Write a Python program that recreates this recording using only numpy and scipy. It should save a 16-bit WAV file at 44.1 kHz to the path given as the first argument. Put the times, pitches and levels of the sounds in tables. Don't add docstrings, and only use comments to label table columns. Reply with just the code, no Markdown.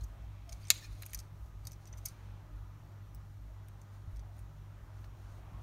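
import sys
import numpy as np
from scipy import signal
from scipy.fft import rfft, irfft, next_fast_len
from scipy.io import wavfile
from scipy.ndimage import uniform_filter1d, map_coordinates

SR = 44100
rng = np.random.default_rng(int(sys.argv[2]) if len(sys.argv) > 2 else 0)


def master_out(mix):
    frames = np.transpose(np.atleast_2d(mix))
    ceiling = np.clip(frames, -1, 1)
    pcm = np.round(ceiling * 32767).astype(np.int16)
    wavfile.write(sys.argv[1], SR, pcm)


def natural_amplitude(level_db):
    exponent = np.asarray(level_db, float) / 20
    return 10 ** exponent


N = 247842


def unit(x):
    return x / np.sqrt(np.mean(x ** 2) + 1e-20)


def along(points, hz):
    f, v = np.transpose(points)
    return np.interp(np.log(hz + 1), np.log(f + 1), v)


def curves(rows):
    s, *cols = np.transpose(rows)
    return [np.interp(np.arange(N) / SR, s, c) for c in cols]


def wobble(rate):
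    knots = rng.standard_normal(int(N * rate / SR) + 4)
    return map_coordinates(knots, [np.arange(N) * rate / SR])


def held(s, length, db, rise, fall):
    t = np.arange(N) / SR
    return db - rise * np.clip(s - t, 0, None) - fall * np.clip(t - s - length, 0, None)


def filtered(x, response):
    size = next_fast_len(len(x) + 4096)
    return irfft(rfft(x, size) * response(np.fft.rfftfreq(size, 1 / SR)), size)[:len(x)]


def band(x, lo_hz, hi_hz):
    return signal.sosfilt(signal.butter(2, [lo_hz, min(hi_hz, .45 * SR)], "band", fs=SR, output="sos"), x)


def resonant(modes):
    def response(f):
        return sum((-1) ** k * natural_amplitude(db) * 1j * f * w / (c * c - f * f + 1j * f * w)
                   for k, (c, w, db) in enumerate(modes))
    return response


def ringing(modes, t):
    return sum((-1) ** k * natural_amplitude(db - 60 * t / t60) * np.sin(2 * np.pi * hz * t)
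               for k, (hz, db, t60) in enumerate(modes))


def rush(spectrum, patchy_db):
    z = signal.stft(rng.standard_normal(N + 512), nperseg=512)[2]
    field = uniform_filter1d(rng.standard_normal(z.shape), size=6, axis=0)
    field = uniform_filter1d(field, size=14, axis=1)
    x = signal.istft(z * natural_amplitude(patchy_db * unit(field)), nperseg=512)[1][:N]
    return unit(filtered(x, lambda hz: natural_amplitude(along(spectrum, hz))))


def tone(hz, db):
    return np.sqrt(2) * natural_amplitude(db) * np.sin(2 * np.pi * np.cumsum(hz) / SR)


def add(track, s, sound):
    track[round(s * SR):][:len(sound)] += sound


# (time [s], level [dB])
TRAFFIC_LEVEL = [(0.0, -64), (0.22, -66.5), (0.48, -66), (0.62, -64.5), (1.45, -67.5), (2.08, -66),
                 (3.29, -67.5), (3.5, -67), (5.26, -65), (5.62, -62.5)]
# (frequency [Hz], level [dB per Hz])
TRAFFIC_COLOUR = [(120, -3.5), (200, -6.5), (264, -7), (302, -7.5), (330, -6.5), (370, -8.5), (487, -14),
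                  (618, -8), (774, -12.5), (845, -10), (1250, -12), (1680, -17), (4000, -30), (5200, -51.5),
                  (8800, -120)]
# (frequency [Hz], level [dB per Hz])
HISS_COLOUR = [(2000, -19), (3000, -4), (4200, -1.5), (4850, -4.5), (6000, -0.5), (6500, -5), (6900, -1.5),
               (7700, -11.5), (8600, -6), (10400, -16), (11500, -12.5), (12800, -6.5), (14000, -11),
               (15700, -11.5), (15950, -20), (16500, -30.5)]
# (time [s], length [s], pitch [Hz], glide [Hz per s], level [dB])
WHINES = [
    (0.14, 0.091, 683, 82, -72.5),
    (0.494, 0.04, 700, 22.5, -64.5),
    (3.499, 0.042, 620, 1, -70),
    (4.282, 0.041, 698, 198, -69),
    (5.47, 0.1, 1034, 700, -67.5),
]


def background():
    t = np.arange(N) / SR
    whines = 0
    for s, length, hz, glide, db in WHINES:
        pitch = hz + glide * np.clip(t - s, -.1, length) + 30 * wobble(40)
        whines = whines + tone(pitch, held(s, length, db, 250, 250))
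    wash = natural_amplitude(curves(TRAFFIC_LEVEL)[0] + 3.0 + 0.6 * wobble(3)) * rush(TRAFFIC_COLOUR, patchy_db=1.1)
    return whines * wobble(70) + wash + natural_amplitude(-77.5) * rush(HISS_COLOUR, patchy_db=1)


# (frequency [Hz], level [dB], unsteadiness [dB])
HUM = [(51.8, -60, 2), (145.3, -68, 3.5), (158.85, -73.5, 1.5), (193.5, -81.5, -1.5), (198.7, -77, 3),
       (297, -83, 5.5), (807, -81, 0.5), (1245, -83.5, 3), (1969, -90, -0.5)]
WHISTLE = [(11526, -93, .4), (14406, -93, .4)]
# (frequency [Hz], level [dB])
MAINS = (100.03, -52.5)
# (distance [Hz], first dip [s], share)
BEAT = (3.02, .17, .32)


def hum():
    t = np.arange(N) / SR
    lines = 0
    for hz, db, shake in HUM + WHISTLE:
        level = natural_amplitude(db + shake * wobble(6))
        lines = lines + np.sqrt(2) * level * np.sin(2 * np.pi * hz * t + 0.2 * wobble(2.0))
    mains_hz, mains_db = MAINS
    apart, dip, share = BEAT
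    turn = 2 * np.pi * mains_hz * t
    motor = share * np.sin(turn - 2 * np.pi * apart * (t - dip))
    return lines + np.sqrt(2) * natural_amplitude(mains_db) * (np.sin(turn) - motor)


# (frequency [Hz], level [dB per Hz])
BOOM = [(20, -33), (35, -1), (45, 12), (53, 18), (60, 12), (70, -8), (90, -51)]
# (time [s], level [dB])
SWELLS = [(0.028, -40.5), (.25, -46), (.5, -45), (.93, -46.5), (1.17, -47), (1.44, -45.5), (1.6, -48),
          (1.76, -55.5), (1.94, -50.5), (2.07, -57), (2.25, -51), (2.38, -54), (2.57, -46), (2.85, -53.5),
          (3.15, -53.5), (3.3, -51.5), (3.47, -48.5), (3.7, -54.5), (4.17, -46), (4.4, -49.5), (4.6, -55.5),
          (4.83, -50.5), (5.08, -49.5), (5.25, -52.5), (5.38, -50), (5.55, -48.5)]
# (frequency [Hz], level [dB per Hz])
AIR = [(60, -4.5), (80, 5.5), (115, 9.5), (132, -7), (158, 1), (180, -10), (215, -29.5), (300, -19),
       (450, -39.5)]


def ventilation():
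    boom = rush(BOOM, patchy_db=1.0)
    boom /= np.sqrt(np.abs(uniform_filter1d(boom ** 2, size=3500))) + .2
    pulses = np.max([held(s, 0, db, 110, 110) for s, db in SWELLS], axis=0)
    swell = natural_amplitude(-67) + natural_amplitude(pulses)
    return swell * unit(boom) + natural_amplitude(-60) * rush(AIR, patchy_db=2.5)


# (frequency [Hz], t60 [s])
ROOM = [(500, 0.81), (3000, 0.86), (8000, 0.28), (15000, 0.096)]


def room(x):
    hz, t, z = signal.stft(rng.standard_normal(SR // 2), SR, nperseg=256)
    tail = signal.istft(z * natural_amplitude(-60 * t / along(ROOM, hz)[:, None]), SR, nperseg=256)[1]
    return signal.fftconvolve(np.pad(x, (200, 0)), tail / np.linalg.norm(tail))[:N]


# (time [s], level [dB], frequency [Hz])
THUMPS = [
    (4.075, -33.5, 93.3),
    (4.129, -38.5, 51.6),
    (4.17, -43, 55.4),
]


def thumps():
    out, t = np.zeros(N), np.arange(SR // 5) / SR
    for s, db, hz in THUMPS:
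        level = natural_amplitude(db - 60 * t / 0.15) * (1 - np.exp(-t / 0.0024))
        add(out, s, level * np.sin(2 * np.pi * hz * t))
    return out


# (frequency [Hz], width [Hz], level [dB])
KNOCK = [(1390, 550, -2), (1780, 210, 2.5), (2300, 600, 5), (2770, 360, -6.5), (3000, 400.4, -4),
         (3600, 2100, -2.5)]
# (time [s], length [s], level [dB])
GRIPS = [
    (.2, 0.48, -74.5),
    (0.722, 0.052, -61.5),
    (1.0, 0.2, -75.5),
    (2.119, 0.26, -74.5),
    (4.399, 0.16, -89),
]


def grips():
    gate = natural_amplitude(np.max([held(*row, 120, 118) for row in GRIPS], axis=0))
    return gate * unit(filtered(rng.standard_normal(N), resonant(KNOCK)))


# (frequency [Hz], level [dB per Hz])
SKIN = [(1200, -27), (2200, -6), (3200, -8), (4200, -0.5), (5300, -4.5), (6600, 0), (7800, -9.5),
        (9400, -4.5), (10600, -12), (13000, -9.5), (16000, -11)]
# (time [s], length [s], level [dB])
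STROKES = [(0, 0.042, -75), (0.522, 0.047, -69), (0.614, .09, -70.5), (0.744, 0.024, -54),
           (0.813, 0.038, -61.5), (0.909, 0.3, -68.5), (1.464, 0.019, -82), (1.65, 0.08, -73.5),
           (1.818, 0.06, -75), (1.977, .02, -74), (2.074, 0.026, -66), (2.148, .1, -79),
           (3.929, .04, -77.5), (4.176, 0.0092, -86), (4.367, 0.034, -78.5), (4.948, 0.11, -78.5),
           (5.172, 0.095, -78), (5.27, 0.11, -75.5), (5.596, .03, -78)]


def rubbing():
    gate = natural_amplitude(np.max([held(*row, 330, 260) for row in STROKES], axis=0))
    return gate * natural_amplitude(1.8 * wobble(86)) * rush(SKIN, patchy_db=-1.5)


# (time [s], level [dB])
TAPS = [(.745, -47), (.759, -41), (.781, -50), (.846, -53), (1.022, -44), (1.032, -42), (1.133, -46.5),
        (1.67, -47.5), (1.937, -49), (5.0427, -46)]


def taps():
    out, t = np.zeros(N), np.arange(SR // 40) / SR
    for s, db in TAPS:
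        puff = band(rng.standard_normal(len(t)), 940, 4000)
        level = natural_amplitude(db - 60 * t / 0.023) * (1 - np.exp(-t / 0.00091))
        add(out, s, level * puff / np.abs(puff[:150]).max())
    return out


# (frequency [Hz], level [dB], t60 [s])
SCREW = [(5200, -1.5, .007), (6100, -8, .007), (8140, 0, .007), (10100, -5, .007), (10900, -9, .007),
         (12900, 1, .008), (15550, 3, .009)]
# (time [s], level [dB])
SCREW_HOPS = [
    (3.1446, -69),
    (3.1475, -50.5),
    (3.1508, -60),
    (3.1545, -62),
    (3.158, -65),
    (3.161, -66),
    (3.164, -69),
]


def screw():
    out, t = np.zeros(N), np.arange(SR // 30) / SR
    for s, db in SCREW_HOPS:
        notes = (1 - np.exp(-t / .0004)) * ringing(SCREW, t)
        grit = .35 * natural_amplitude(-60 * t / .006) * band(rng.standard_normal(len(t)), 4500, 17000)
        add(out, s, natural_amplitude(db) * (notes + grit))
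    return out


# (time [s], frequency [Hz], level [dB], t60 [s])
PINGS = [(.009, 4140, -57, 0.025), (.014, 4180, -53.5, .025), (.034, 5300, -58, 0.023),
         (.044, 6070, -58, .03), (.044, 12800, -56, .02), (.493, 5350, -53, 0.044),
         (.495, 4620, -54.5, 0.032), (.5265, 5900, -49, 0.03), (.527, 9600, -51, 0.039),
         (.671, 5300, -51, 0.024), (.5225, 6600, -48, .03), (.523, 2270, -58, 0.056),
         (.528, 4150, -53, .03), (.651, 6000, -56, 0.045), (1.021, 4120, -47.5, 0.039),
         (1.031, 4090, -49, .03), (1.096, 9500, -63, 0.081), (1.105, 6600, -63.5, .04),
         (1.19, 4650, -45, 0.024), (1.19, 5540, -49, 0.023), (1.19, 8400, -52.5, .02),
         (1.201, 4650, -59, .025), (1.67, 9550, -52, 0.053), (2.058, 2240, -51.5, 0.053),
         (2.058, 5300, -42, .03), (2.07, 4650, -55, 0.05), (3.684, 8900, -51, 0.012),
         (4.38, 6850, -73, 0.069), (4.38, 9200, -70.5, .08),
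         (0.63, 4650, -54, 0.024), (.684, 8200, -51, .02), (1.022, 6640, -55, 0.049),
         (1.0235, 10300, -49, .035), (1.031, 2800, -52.5, 0.036), (1.062, 6800, -52, 0.034),
         (1.133, 9150, -47, .025), (1.136, 2490, -53, .03), (1.146, 5160, -42, 0.027),
         (1.146, 9400, -41, .03), (1.175, 8400, -55, .015), (1.928, 6560, -53, 0.024),
         (1.936, 1960, -53, 0.016), (1.983, 7300, -59, .03), (2.054, 6600, -42, 0.052),
         (2.058, 8500, -45, 0.04), (2.058, 10100, -51, 0.057), (2.085, 8500, -51, 0.024),
         (5.0423, 950, -46, 0.012), (5.0425, 1750, -50, 0.014), (5.0425, 3000, -62, .012),
         (5.0425, 4400, -67, .012), (2.0579, 12300, -36, .015), (2.0578, 13900, -42, .02),
         (2.0548, 12320, -48, .015), (2.058, 4700, -56, .07), (2.058, 5560, -48, .04),
         (1.0635, 9800, -53, .04), (1.032, 1600, -54, .025), (1.133, 11500, -48, .012),
         (1.133, 15300, -46, .012), (1.67, 14000, -43, 0.017), (1.67, 3800, -56, .04),
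         (1.652, 11520, -56, 0.014), (1.876, 8500, -58, .02), (3.684, 11800, -57, .012),
         (3.815, 6200, -55, 0.013), (3.816, 9000, -60, .015), (.684, 3600, -55, .02),
         (1.146, 5700, -46, .03), (1.201, 6500, -54, 0.019), (4.168, 5500, -64, 0.026),
         (4.194, 6000, -63, 0.025), (5.0425, 2250, -57, .014), (1.148, 1900, -56, .04),
         (1.023, 13000, -52, .015), (1.063, 12400, -50, .015), (1.026, 2300, -57, .03)]


def pings():
    out, t = np.zeros(N), np.arange(SR // 8) / SR
    uneven = natural_amplitude(3 * wobble(180))
    for k, (s, hz, db, t60) in enumerate(PINGS):
        level = natural_amplitude(db - 60 * t / t60) * (1 - np.exp(-t / 0.00088))
        add(out, s, uneven[k * len(t) // 2:][:len(t)] * level * np.sin(2 * np.pi * hz * t))
    return out


SHIELD_S = .7027
SHIELD = [(2200, -30, .05), (2500, -30, .045), (2880, -36, 0.061), (3345, -32, 0.057), (3710, -26.5, .035),
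          (4040, -25, 0.035), (4200, -33, .06), (4690, -29, .045), (4942, -38, 0.05), (5400, -37, .035),
          (6008, -28, .057), (6600, -26.5, 0.051), (7025, -29, .05), (7422, -27, .055)]


def shield():
    out = np.zeros(N)
    add(out, SHIELD_S, ringing(SHIELD, np.arange(SR // 8) / SR))
    return out


def scrape():
    t = np.arange(N) / SR
    fade_t60, lift_s = .6, 0.855
    level = held(SHIELD_S + 0.018, 0, -36.5 - 20.5, 3000, 60 / fade_t60)
    gate = natural_amplitude(level - 2500 * np.clip(t - lift_s, 0, None))
    grit = rng.standard_normal(N) * natural_amplitude(4 * wobble(120))
    notes = signal.fftconvolve(grit, ringing(SHIELD, t[:SR // 8]))[:N]
    return gate * (unit(notes) + natural_amplitude(-5.5) * unit(band(grit, 1202, 9000)))


# (time [s], length [s], frequency [Hz], level [dB])
DRAG = [(.824, 0.0094, 1750, -61.5), (.851, .009, 1770, -65), (.842, .008, 2430, -62),
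        (.85, 0.0083, 2430, -58.5), (.825, .005, 4220, -64), (.844, .006, 4200, -59.5),
        (.822, .012, 5500, -67), (.836, .015, 5300, -62), (.828, .016, 6560, -67), (.846, .012, 6560, -62),
        (.756, .012, 4120, -58), (.757, .012, 6560, -59), (.732, 0.0079, 7200, -56)]


def drag():
    out = 0
    for s, length, hz, db in DRAG:
        pitch = hz + 35 * wobble(200)
        out = out + tone(pitch, held(s, length, db, 3000, 1493) - 1.5 + 3 * wobble(300))
    return out


SNAP = [(.70258, -7), (.70264, -3), (.70269, -6), (.70290, -5), (.70301, -5), (.70308, -6), (.70327, -6),
        (.70337, 2), (.70372, -22), (.70520, -9), (.70580, -12), (.70620, -14), (.70650, -10),
        (.70900, -14), (.71020, -14), (.71350, -21), (.71650, -25), (.72000, -26)]
# (frequency [Hz], width [Hz], level [dB])
BOARD = [(620, 70, -14.5), (1150, 220, -10), (1800, 210, -7), (2430, 340, -1), (2764, 400, -3),
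         (3460, 130, -2.5), (3710, 260, -1.5), (4000, 800, 1), (4640, 160, -4), (4860, 200, -4.5),
         (5350, 300, -1), (6060, 290, -5), (6400, 300, -2.5), (6600, 300, -1), (7150, 630, -4),
         (7970, 430, -6), (9500, 440, -11.5), (10890, 530, -11.5), (12500, 650, -9.5), (13250, 260, -1),
         (14486, 630, -25), (15500, 700, -12)]


def snap():
    blows, t = np.zeros(N), np.arange(SR // 4) / SR
    for k, (s, db) in enumerate(SNAP):
        blows[round(s * SR)] = (-1) ** k * natural_amplitude(db + 6.5)
    crack = .45 * band(blows, 1500, 12000)
    rattle_t60 = 0.043
    rattle = natural_amplitude(-11.5 - 60 * t / rattle_t60) * (1 - np.exp(-t / 0.0014))
    add(blows, SNAP[0][0], rattle * rng.standard_normal(len(t)))
    return crack + band(filtered(blows, resonant(BOARD)), 370, 13000)


# (frequency [Hz], width [Hz], level [dB])
STEEL = [(4158, 300, -11.5), (4650, 180, 0), (5300, 200, -2), (6500, 490, -1), (8140, 400, -7),
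         (8404, 370, -3.5), (9550, 790, -2), (10500, 530, -8), (11960, 1300, -0.5), (13210, 1000, -0.5),
         (14600, 1670, -7.5), (15740, 900, -15.5)]
# (frequency [Hz], t60 [s])
TINE = (6005, 0.043)


def ticks(contacts, twangs):
    out, t = np.zeros(N + SR), np.arange(SR // 12) / SR
    tine_hz, tine_t60 = TINE
    tine = natural_amplitude(-13.0 - 60 * t / tine_t60) * np.sin(2 * np.pi * tine_hz * t)
    fade = natural_amplitude(-60 * t / 0.031)
    for s, db, knock_db, edge_db in contacts:
        clumps = natural_amplitude(1.9 * rng.standard_normal(len(t) // 30 + 1)).repeat(30)[:len(t)]
        grit = rng.standard_normal(len(t)) * clumps
        grit = grit / np.std(grit[:150])
        lost_top = 0.62 * band(grit, 8000, 19000) * (1 - natural_amplitude(-60 * t / .03))
        slide = fade * (grit - lost_top)
        burst = (grit * natural_amplitude(-60 * t / 0.0028) + 0.48 * slide) * (1 - np.exp(-t / 0.00031))
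        spot = [(hz, w, level + 2.8 * rng.normal() + edge_db * (hz > 9000)) for hz, w, level in STEEL]
        bend = [(hz, w, level + knock_db + 3.0 + 1.8 * rng.normal()) for hz, w, level in KNOCK]
        steel = band(filtered(burst, resonant(spot)), 4030, 19000)
        board = band(filtered(burst, resonant(bend)), 1000, 5400)
        add(out, s, natural_amplitude(db + 6.5) * (steel + board + natural_amplitude(-10.5) * tine))
    for s, db in twangs:
        add(out, s, natural_amplitude(db + 4.5) * tine)
    return out[:N]


# (time [s], peak level [dB], board knock [dB], bright
# edge [dB])
MORE_CONTACTS = [(.512, -57, -13, -4), (.8435, -52, -10, -10), (1.0565, -56, -14, 2), (1.46, -59.5, -14, -6),
                 (1.6805, -52, -20, -6), (1.7275, -54, -16, -4), (1.875, -53, -16, 0), (1.892, -65, -14, 0),
                 (1.9205, -67, -25, 2), (1.9855, -54, -16, -1), (2.0598, -40, -14, 1), (2.0525, -56, -20, 2),
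                 (2.076, -54, -16, 0), (2.096, -58, -16, -3)]


def more_ticks():
    return ticks(MORE_CONTACTS, [])


CONTACTS = [(.009, -55, -16, -12), (.035, -49, -25, -19), (.039, -50, -26, -3), (.4923, -40.5, -16, -10),
            (.5222, -43.5, -10, -8), (.5264, -38, -16, -10), (.6413, -50, -5, -9), (.651, -47, -10, -17),
            (.6706, -44, -17, -12), (.6828, -42, -18, -9), (.843, -49, -4, -12), (.8518, -51, -3, -18),
            (1.0197, -45, -8, -6), (1.023, -45, -3, 4), (1.0313, -45, 1, -2), (1.0546, -57, -9, 5),
            (1.0623, -41.5, -10, 4), (1.0954, -52, -9, -8), (1.105, -52, -13, -1), (1.1326, -39, -3, 6),
            (1.146, -30, -16, 0), (1.1743, -45, -13, -6), (1.1893, -32, -24, -7), (1.2002, -39, -19, -5),
            (1.652, -46, -14.5, -5), (1.6697, -32.5, -22, -8), (1.71, -51, -21, -12), (1.7178, -44, -18, -3),
           (1.731, -46, -14, -8), (1.855, -49, -12, -15), (1.871, -51, -11.5, -3), (1.885, -56, -8, -16.5),
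           (1.927, -54, -7, -26), (1.936, -58, 4, -16), (1.9732, -53, -17, -4), (1.98, -50.5, -11, 0),
           (2.0542, -32, -31, -5), (2.0575, -29.5, -21, 2), (2.0625, -43, -22, 0), (2.069, -45, -16, -2),
           (2.0845, -39.5, -25, -4), (3.684, -54.5, -6.5, 0), (3.815, -50.5, -17, -7.5),
           (4.1604, -54, -15, -7), (4.168, -53, -10, -9), (4.194, -49.5, -12, -12), (4.367, -63, -10, 2),
           (4.3914, -54.5, -10, -0.5), (5.0121, -65, -12.5, 2), (5.045, -60, -3, 1)]
# (time [s], level [dB])
TWANGS = [(0.6422, -56.5), (.843, -56), (1.0954, -56), (1.133, -43), (1.146, -33.5), (1.67, -43),
          (1.711, -50), (1.731, -48), (1.874, -46), (1.928, -39.5), (1.9732, -53), (1.983, -50),
          (2.056, -39), (2.0845, -43), (5.052, -62)]


def tweezers():
    return ticks(CONTACTS, TWANGS)


def scene():
    near = tweezers() + pings() + snap() + shield() + taps()
    surroundings = background() + hum() + ventilation()
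    hands = thumps() + grips() + rubbing()
    small_parts = screw() + scrape() + drag() + more_ticks()
    return (surroundings + hands + small_parts + near + natural_amplitude(-28) * room(near))[None]


def top_cut(x):
    return signal.sosfilt(signal.butter(12, 16870, fs=SR, output="sos"), x)


# (frequency [Hz], level [dB])
EDGE = [(15500, 0), (15750, -2), (15900, -15), (16400, -27), (16800, -42), (17000, -70)]


def record(dry):
    mix = filtered(dry[0], lambda hz: natural_amplitude(along([(0, 0.0036)] + EDGE, hz)))[None]
    return top_cut(mix)


dry = scene()
out = record(dry)
master_out(out)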